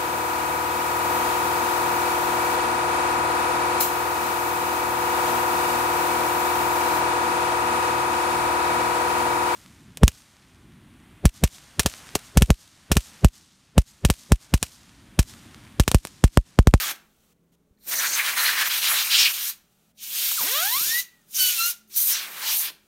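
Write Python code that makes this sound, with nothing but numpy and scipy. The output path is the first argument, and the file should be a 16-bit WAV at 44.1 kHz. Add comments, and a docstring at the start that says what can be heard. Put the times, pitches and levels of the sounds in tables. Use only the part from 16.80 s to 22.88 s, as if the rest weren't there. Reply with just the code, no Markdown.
"""Canned air hisses from the tip of a thin straw over an open laptop, close to a mono microphone in a quiet room.
The jet and what it strikes are noise of different colours: low roar in hollows, splash on edges, high fizz.
Flares are puffs of resonant noise, spent air is low lumpy noise, and blips are short falling tones.
Aimed at the fan, the jet spins the blades up into a whine, built from multiples of the blade rate.
Random taps make the room's echo; a low rumble, a hum and a faint hiss remain between blasts."""
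import sys
import numpy as np
from scipy import signal
from scipy.io import wavfile
from scipy.ndimage import uniform_filter1d

SR = 44100
rng = np.random.default_rng(int(sys.argv[2]) if len(sys.argv) > 2 else 0)


def digitize_waveform(pressure):
    """Quantize a signal to 16-bit integers and store it at the path in sys.argv[1].

    Rows of a 2-D input are taken as channels; values are limited to [-1, 1].
    """
    field = np.atleast_2d(pressure).T
    bounded = np.clip(field, -1, 1)
    quanta = np.round(bounded * 32767).astype(np.int16)
    wavfile.write(sys.argv[1], SR, quanta)


N = 268039  # length of the sound in samples


def gain_of(db):
    """Turns decibels into a factor for the wave's height."""
    return 10 ** (np.asarray(db) / 20)


def evened(x):
    """Scales a signal to an average (RMS) strength of 1."""
    return x / np.sqrt(np.mean(x ** 2) + 1e-20)


def value_at(points, hz):
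    """Reads a table of (pitch, value) at any pitch, with pitch spaced as the ear hears it."""
    pitch_hz, value = np.transpose(points)
    return np.interp(np.log(hz + 1), np.log(pitch_hz + 1), value)


def add(mix, start_s, sound):
    """Adds a short sound to the mix at its start time."""
    part = mix[round(start_s * SR):][:len(sound)]
    part += sound[:len(part)]


def columns(tables):
    """Joins timed tables into smooth curves; also returns a gate that is shut away from every table."""
    t = np.arange(N) / SR
    time_s, *rest = np.transpose(np.concatenate(tables))
    inside = [(t >= rows[0][0] - .005) & (t <= rows[-1][0] + .005) for rows in tables]
    is_open = sum(inside) > 0
    gate = uniform_filter1d(is_open * 1., size=200)
    return [np.interp(t, time_s, column) for column in rest], gate


def resonate(x, hz, width_hz):
    """A resonance of gain 1: shifts the pitch hz down to zero, smooths, and shifts back up."""
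    turn = np.exp(2j * np.pi * np.cumsum(hz * np.ones(len(x))) / SR)
    memory = np.exp(-np.pi * width_hz / SR)
    smooth = signal.lfilter([1 - memory], [1, -memory], x / turn)
    return 2 * (turn * smooth).real


def noise(colour, patchy_db, flicker_db, size=512):
    """Turbulence: random short-time spectra with drifting patches and a flicker shared by all pitches."""
    frames = 4 * N // size + 5
    hz = np.fft.rfftfreq(size, 1 / SR)
    a, b, patches = rng.standard_normal((frames, len(hz), 3)).T
    patches = uniform_filter1d(patches, size=6, axis=0)  # smooth over pitch
    patches = evened(uniform_filter1d(patches, size=14, axis=1))  # smooth over time
    flicker = evened(uniform_filter1d(rng.standard_normal(frames), size=3))
    level_db = value_at(colour, hz)[:, None]
    z = (a + 1j * b) * gain_of(level_db + patchy_db * patches + flicker_db * flicker)
    wave = signal.istft(z, nperseg=size, noverlap=3 * size // 4)[1]
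    return evened(wave[:N])


def humps(rows, roundness):
    """Adds up the power of rounded swells; returns one gain curve for each level column."""
    start_s, length_s, peak, *levels_db = np.transpose(rows)[:, :, None]
    t = np.arange(0, N, 32) / SR
    peak = np.clip(peak, .1, .9)
    u = (t - start_s) / length_s  # 0 at the start of a swell, 1 at its end
    climb = np.clip(np.minimum(u / peak, (1 - u) / (1 - peak)), 0, 1)
    softness = roundness + 1.4 * length_s  # slower swells have softer edges
    shape = np.sin(np.pi / 2 * climb) ** softness
    power = (gain_of(levels_db) ** 2 * shape ** 2).sum(axis=1)
    return [np.interp(np.arange(N) / SR, t, np.sqrt(p)) for p in power]


def jet():
    """Turbulent air is noise: the free jet at the straw tip and three kinds of surface that it strikes."""
    # colour of the hiss at the tip, the roar in hollows, the splash on edges and the fizz:
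    # pitch_hz [Hz], level_db [dB per Hz, relative]
    tip_colour = [(4120, -37.5), (7000, -13.5), (7620, -12.5), (9380, -2.5), (10500, -4), (12700, 0.5),
                  (13700, -2), (15100, 0), (15800, -10.5)]
    hollow_colour = [(60, -79), (250, -37), (550, -22.5), (1000, -6), (1700, 0), (2300, -1.5), (3200, -12)]
    edge_colour = [(500, -63), (1500, -35), (2300, -3), (3000, 0.5), (4000, 0), (5000, -0.5), (6500, -15)]
    fizz_colour = [(1500, -73.5), (3800, -8.5), (5000, -5), (5800, -4.5), (6800, -4.5), (7700, -10.5),
                   (9000, -8.5), (10300, -24.5), (12000, -34.5)]
    # hiss at the straw tip, one table for each press of the trigger: time_s [s], level_db [dB]
    tip_level = [
        [(0.0, -28.5), (0.04, -30), (0.114, -31), (0.148, -59), (0.16, -55)],
        [(0.99, -73), (1.018, -62), (1.062, -45.5), (1.086, -28.5), (1.126, -27), (1.344, -31), (1.374, -25.5),
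         (1.428, -34), (1.486, -34), (1.544, -34), (1.638, -26), (1.74, -42), (1.984, -24), (1.998, -28.5),
         (2.106, -25), (2.242, -29), (2.408, -31), (2.506, -30), (2.7, -27), (2.74, -52)],
        [(3.14, -87), (3.154, -71.5), (3.238, -34), (3.294, -35), (3.35, -27.5), (3.526, -22.5), (3.532, -24),
         (3.9, -23.5), (4.058, -23), (4.202, -23.5), (4.25, -55)],
        [(4.47, -65.5), (4.534, -37.5), (4.544, -30), (4.604, -18.5), (4.708, -22), (4.75, -26), (4.86, -22),
         (4.91, -24), (4.938, -46), (4.96, -69)],
        [(5.08, -62), (5.15, -35.5), (5.164, -20.5), (5.186, -17), (5.246, -19.5), (5.32, -19), (5.364, -34),
         (5.496, -44.5), (5.602, -38), (5.696, -24.5), (5.804, -20), (5.862, -27), (5.98, -86)],
    ]
    # what the jet keeps hitting, one row for each press:
    # roar_db, splash_db, fizz_db [dB against the tip hiss]
    aim = [(0.5, -1.5, -2), (-11, -12.5, -6.5), (-18.5, -8, -6), (-24.5, -13, -5), (-26.5, -20, -11)]
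    # the straw sweeps over a part of the board: start_s [s], length_s [s],
    # peak_place [0-1 of the length, held to 0.1-0.9], roar_db, splash_db, fizz_db [dB]
    sweeps = [(1.11, 0.041, 0.4, -29.5, -29.5, -29.5), (1.145, .07, 0.6, -37, -50, -28),
              (1.18, 0.11, 0.48, -23, -26.5, -39), (1.24, 0.089, .5, -32, -47, -28.5),
              (1.31, .06, .5, -30.5, -34, -26), (1.34, 0.098, 0.5, -24, -29.5, -37),
              (1.415, 0.12, 0.56, -23, -25.5, -35), (1.5, .09, 0.4, -28, -41, -39.5),
              (1.56, 0.1, 0.27, -20, -27, -30), (1.62, 0.17, 0.3, -21, -24, -35),
              (1.75, 0.089, 0.8, -20, -22.5, -49), (1.83, 0.062, .5, -24.5, -29, -29.5),
              (1.89, 0.13, 0.26, -28, -22.5, -34), (2.01, 0.099, .4, -29, -21, -27),
              (2.06, 0.15, 0.26, -23, -29, -31), (2.13, 0.11, 0.76, -27.5, -21.5, -29),
              (2.22, .09, .5, -30.5, -33.5, -29), (2.295, 0.079, 0.72, -27.5, -15, -26),
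              (2.35, 0.095, 0.6, -26.5, -15, -19.5), (2.415, 0.068, .7, -27, -16, -35),
              (2.46, 0.068, 0.4, -31, -27, -32), (2.53, 0.22, 0, -56, -31.5, -37),
              (3.17, 0.23, 0.38, -60.5, -44, -42), (3.3, 0.22, 0.62, -39.5, -29.5, -32.5),
              (3.57, 0.41, 0.23, -32.5, -35, -47), (3.85, 0.41, 0.65, -43.5, -70, -32),
              (4.53, 0.33, 0.44, -40.5, -29.5, -35), (4.75, 0.2, 0.24, -41, -36, -30.5),
              (5.095, 0.086, 0.7, -56, -49.5, -45), (5.13, 0.1, 0.24, -67, -56, -38),
              (5.27, 0.13, 0.43, -34.5, -29.5, -27), (5.33, 0.14, 0.43, -36, -30, -49),
              (5.38, 0.28, 0, -37, -44.5, -57), (5.5, 0.23, 0.78, -34, -38.5, -47),
              (5.6, .19, .5, -37, -26, -32.5), (5.78, .13, 0.71, -35.5, -30, -49)]

    (tip_db,), gate = columns(tip_level)
    later_starts_s = [rows[0][0] for rows in tip_level[1:]]
    press = np.searchsorted(later_starts_s, np.arange(N) / SR)
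    steady = gain_of(tip_db + np.array(aim)[press].T)
    # a lower roundness would make the sweeps flatter with quicker edges
    roar, splash, fizz = np.hypot(steady, humps(sweeps, roundness=0.59))
    out = gain_of(tip_db) * noise(tip_colour, patchy_db=2.16, flicker_db=1.0)
    out += roar * noise(hollow_colour, patchy_db=1.3, flicker_db=.8)
    out += splash * noise(edge_colour, patchy_db=1.1, flicker_db=.7)
    out += fizz * noise(fizz_colour, patchy_db=2.0, flicker_db=0.9)
    return gate * out


def flares():
    """The jet crosses an edge or hole and flares: a puff of noise through a steep resonance."""
    # start_s [s], level_db [dB at the height of the puff], pitch_hz [Hz],
    # width_hz [Hz, of each of three passes], rise_s [s]
    flare_rows = [(0.0, -34, 1290, 600, .022), (0.029, -33.5, 3320, 700, .02),
                  (1.001, -64.5, 4100, 1100, 0.03), (1.081, -62.5, 2550, 1510, 0.006),
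                  (1.127, -28, 1760, 900, 0.0087), (1.154, -21, 6130, 900, 0.0031),
                  (1.18, -25, 6000, 900, 0.0088), (1.329, -24.5, 6300, 700, 0.012),
                  (1.386, -18, 2100, 930, 0.0089), (1.574, -24, 4150, 500, 0.018),
                  (1.599, -26, 11400, 2200, 0.027), (1.64, -25.5, 4180, 500, 0.023),
                  (1.68, -18.5, 1690, 603, 0.011), (1.81, -23.5, 1584, 695, 0.011),
                  (1.862, -26.5, 14000, 2500, 0.01), (2.08, -22, 10900, 2495, 0.021),
                  (2.118, -42, 713, 494, 0.01), (2.24, -29, 2500, 697, .015),
                  (2.339, -17.5, 3110, 897, 0.0092), (2.385, -15.5, 5320, 701, 0.012),
                  (2.446, -18.5, 2620, 890, 0.014), (3.485, -44.5, 3370, 1500, 0.0053),
                  (4.543, -27, 5950, 2000, 0.016), (5.168, -32, 6140, 720, 0.017),
                  (5.331, -32.5, 3950, 402, 0.021), (5.314, -25.5, 5720, 1200, 0.02),
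                  (5.6, -42, 870, 503, .05), (5.68, -28.5, 5350, 1500, 0.028)]
    out = np.zeros(N)
    puffs = rng.standard_normal((len(flare_rows), SR // 4))
    for (start_s, level_db, pitch_hz, width_hz, rise_s), puff in zip(flare_rows, puffs):
        u = np.arange(len(puff)) / SR / rise_s
        for _ in range(3):
            puff = resonate(puff, pitch_hz, width_hz)
        swell = u * np.exp(1 - u)  # reaches 1 after the rise time, then dies away
        add(out, start_s, gain_of(level_db) * evened(puff) * swell)
    return out


def buffet():
    """Spent air buffets across the case: low lumpy noise in gusts."""
    # start_s [s], length_s [s], peak_place [0-1 of the length, held to 0.1-0.9], level_db [dB]
    gusts = [(-.1, .25, 0.7, -47.5), (1.06, 0.2, 0.45, -46), (1.255, 0.11, 0.34, -45.5),
             (1.37, 1.2, 0, -50.5), (2.07, 0.091, 0.7, -48), (2.18, .42, .5, -55.5), (3.2, 1.06, 0.21, -59),
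             (4.54, 0.45, .4, -61.5), (5.26, 0.62, 0.43, -52.5), (5.84, 0.088, .5, -54.5)]
    # colour of the gusts: pitch_hz [Hz], level_db [dB per Hz, relative]
    buffet_colour = [(50, -33.5), (120, -15), (300, -7.5), (550, -5), (900, -5), (1500, -33)]
    level = humps(gusts, roundness=0.26)[0]
    return level * noise(buffet_colour, patchy_db=1.5, flicker_db=0.0, size=1024)


def background():
    """Low rumble, hum from noise in narrow resonances that make it waver, and a faint hiss."""
    # colour of the rumble, then of the faint hiss: pitch_hz [Hz], level_db [dB per Hz, relative]
    rumble_colour = [(12, -39.5), (20, -5.5), (111, -12.5), (181, -4), (431, -10), (507, -15), (700, -18.5),
                     (775, -21.5), (840, -21.5), (2500, -33), (3250, -46), (5500, -120)]
    hiss_colour = [(530, -20), (900, -9), (1010, -23.5), (1120, -12), (1470, -8), (1560, -17), (2950, -12),
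                   (15800, -16)]
    # lines of the hum: pitch_hz [Hz], level_db [dB]
    hum_lines = [(59.2, -77.5), (123.8, -80), (166.9, -73), (209.9, -72.5), (419.9, -89.5), (581.4, -85.5)]
    # spells of stronger faint hiss, mostly between blasts: start_s [s], end_s [s], level_db [dB]
    hiss_spells = [(.1, 0.398, -66), (0.391, 0.537, -64), (0.716, 0.76, -66.5), (2.7, 3.125, -66),
                   (4.306, 4.599, -63), (4.904, 5.1, -68), (5.9, 6.098, -65)]

    rumble = gain_of(-68.5) * noise(rumble_colour, patchy_db=2.5, flicker_db=0, size=4096)
    hum = np.zeros(N)
    for pitch_hz, level_db in hum_lines:
        hum += gain_of(level_db) * evened(resonate(rng.standard_normal(N), pitch_hz, width_hz=5.1))
    t = np.arange(N) / SR
    spells = np.zeros(N)
    for start_s, end_s, level_db in hiss_spells:
        fade = np.clip(np.minimum(t - start_s, end_s - t) / .008, 0, 1)  # 8 ms at each end
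        spells += gain_of(level_db) * fade
    hiss_level = np.hypot(spells, gain_of(-76.5))  # the hiss never falls silent
    hiss = hiss_level * noise(hiss_colour, patchy_db=0.0, flicker_db=.6)
    return rumble + hum + hiss


def room(x):
    """Echoes of the room: sparse taps of random sign, with each pitch dying at its own speed."""
    # time to die away by 60 dB: pitch_hz [Hz], decay_s [s]
    room_decay = [(200, 1), (1000, 0.44), (4000, 0.31), (12000, 0.23)]
    taps = np.zeros(SR // 2)
    at = np.arange(300, SR // 2 - 20, 20)
    taps[at + rng.integers(0, 20, len(at))] = rng.choice([-1., 1.], len(at))
    hz, t, z = signal.stft(taps, SR, nperseg=256)
    fading = gain_of(-60 * t / value_at(room_decay, hz)[:, None])
    tail = signal.istft(z * fading, SR, nperseg=256)[1]
    return signal.fftconvolve(x, tail / np.linalg.norm(tail))[:N]


def blips():
    """Falling blips, pops and faint low tones: sine waves whose pitch slides down as they swell and fade."""
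    # start_s [s], peak_db [dB], start_hz [Hz], end_hz [Hz], length_s [s],
    # bend [no unit: 1 an even fall, under 1 an early fall, over 1 a late fall]
    blip_rows = [(0.91, -51.5, 130, 35.2, 0.018, 0.6), (.974, -65, 4300, 4030, 0.0053, 1.),
                 (.979, -68, 1900, 1690, .008, 0.98), (3.514, -31, 1820, 610, 0.009, 0.97),
                 (3.574, -30, 1616, 701, 0.069, 0.79), (3.968, -41.5, 1500, 35.1, 0.019, 0.35),
                 (4.01, -39.5, 1800, 35, 0.024, 0.37), (4.07, -41.5, 1600, 35, 0.019, 0.38),
                 (4.091, -42, 1500, 34.7, 0.013, 0.48), (4.97, -58, 218, 210, 0.18, 2.2),
                 (5.06, -66, 397, 350, .11, 2.)]
    out = np.zeros(N)
    for start_s, peak_db, start_hz, end_hz, length_s, bend in blip_rows:
        u = np.linspace(0, 1, round(length_s * SR))
        pitch_hz = start_hz * (end_hz / start_hz) ** u ** bend
        turns = np.cumsum(pitch_hz) / SR
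        swell = np.sin(np.pi * u ** (0.51 * bend))  # an early fall also peaks early
        add(out, start_s, gain_of(peak_db) * swell * np.sin(2 * np.pi * turns))
    return out


def fan(count=10):
    """Fan blades chop the jet: multiples of the blade rate, which turbulence makes waver in level and pitch."""
    # one table: time_s [s], blade_hz [Hz], tone_db (blade tone), octave_db (twice the rate),
    # higher_db (higher multiples, before the colour below) [dB]
    fan_tables = [
        [(3.61, 152.6, -53, -67, -46), (3.64, 249.8, -45.5, -44, -47.5), (3.676, 378.6, -45, -43, -39),
         (3.71, 474, -42.5, -47, -39.5), (3.761, 583, -39.5, -31.5, -31.5), (3.81, 670.5, -35, -30.5, -34),
         (3.865, 811, -33.5, -31, -34.5), (3.91, 938, -38.5, -41, -38.5), (3.953, 1060, -28, -30.5, -31),
         (3.995, 1260, -38.5, -41, -38), (4.03, 1446, -42.5, -57, -43), (4.075, 1688, -40, -52, -31),
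         (4.095, 1768, -40, -28, -30), (4.118, 1825, -29, -44, -20), (4.16, 1928, -24.5, -40, -50),
         (4.2, 2010, -28.5, -28.5, -52.5), (4.23, 2020, -57, -64.5, -81.5), (4.3, 1990, -61, -80, -99),
         (4.38, 1910, -67, -95, -99), (4.44, 1782, -79, -99, -99), (4.53, 1582, -83.5, -85.5, -90),
         (4.585, 1538, -47, -33, -62.5), (4.605, 1507, -37, -25, -17), (4.68, 1489, -39.5, -24.5, -26.5),
         (4.712, 1463, -46, -33, -54), (4.73, 1435, -45, -53, -65), (4.76, 1402, -51, -60, -70),
         (4.78, 1346, -50, -32, -63), (4.805, 1352, -28.5, -28, -24.5), (4.86, 1395, -32, -33, -27.5),
         (4.89, 1435, -34, -37.5, -56), (4.93, 1420, -57, -81, -80.5), (5.1, 1373, -82.5, -90, -99)],
    ]
    # colour that the housing gives the higher multiples: pitch_hz [Hz], change_db [dB]
    housing_colour = [(500, 0), (1500, -2.5), (2400, -5.5), (3200, 0), (4200, -0.5), (4800, -6),
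                      (5500, -8.5), (7000, -31)]

    (blade_hz, tone_db, octave_db, higher_db), gate = columns(fan_tables)
    levels_db = [tone_db, octave_db]
    for multiple in range(3, count + 1):
        levels_db.append(higher_db + value_at(housing_colour, multiple * blade_hz))
    pitch_waver = evened(uniform_filter1d(rng.standard_normal(N), size=400))
    turns = np.cumsum(blade_hz * (1 + .002 * pitch_waver)) / SR
    wavers = uniform_filter1d(uniform_filter1d(rng.standard_normal((count, N)), size=450), size=450)
    out = np.zeros(N)
    for k, (level_db, waver) in enumerate(zip(levels_db, wavers)):
        waver_db = min(1.5 + .5 * k, 2.5)  # higher multiples waver more, up to a limit
        gain = np.sqrt(2) * gain_of(level_db + waver_db * evened(waver))
        out += gain * np.sin(2 * np.pi * (k + 1) * turns)
    return gate * out


def scene():
    """Sums the direct sounds, their echo in the room and the background, alike in both channels."""
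    air = jet() + flares() + buffet()
    tones = fan() + blips()
    echo = room(gain_of(-15) * air + gain_of(-21) * tones)
    mono = air + tones + echo + background()
    return np.array([mono, mono])


def record(dry):
    """The microphone colours the sound, loud peaks flatten softly, and a filter limits the treble."""
    # dips from the microphone's housing: pitch_hz [Hz], change_db [dB]
    microphone = [(4000, -2), (5000, -5.5), (5800, -1.5), (7500, -2), (9000, -2), (10400, -4),
                  (12000, -1.5)]
    hz = np.linspace(0, SR / 2, 257)
    colour = signal.firwin2(255, hz, gain_of(value_at(microphone, hz)), fs=SR)
    coloured = signal.oaconvolve(dry, colour[None], "same")
    flattened = np.tanh(coloured)
    band_limit = signal.firwin(1023, 15870, window=("kaiser", 9), fs=SR)  # top of the band in Hz
    return signal.oaconvolve(flattened, band_limit[None], "same")


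dry = scene()
out = record(dry)
digitize_waveform(out)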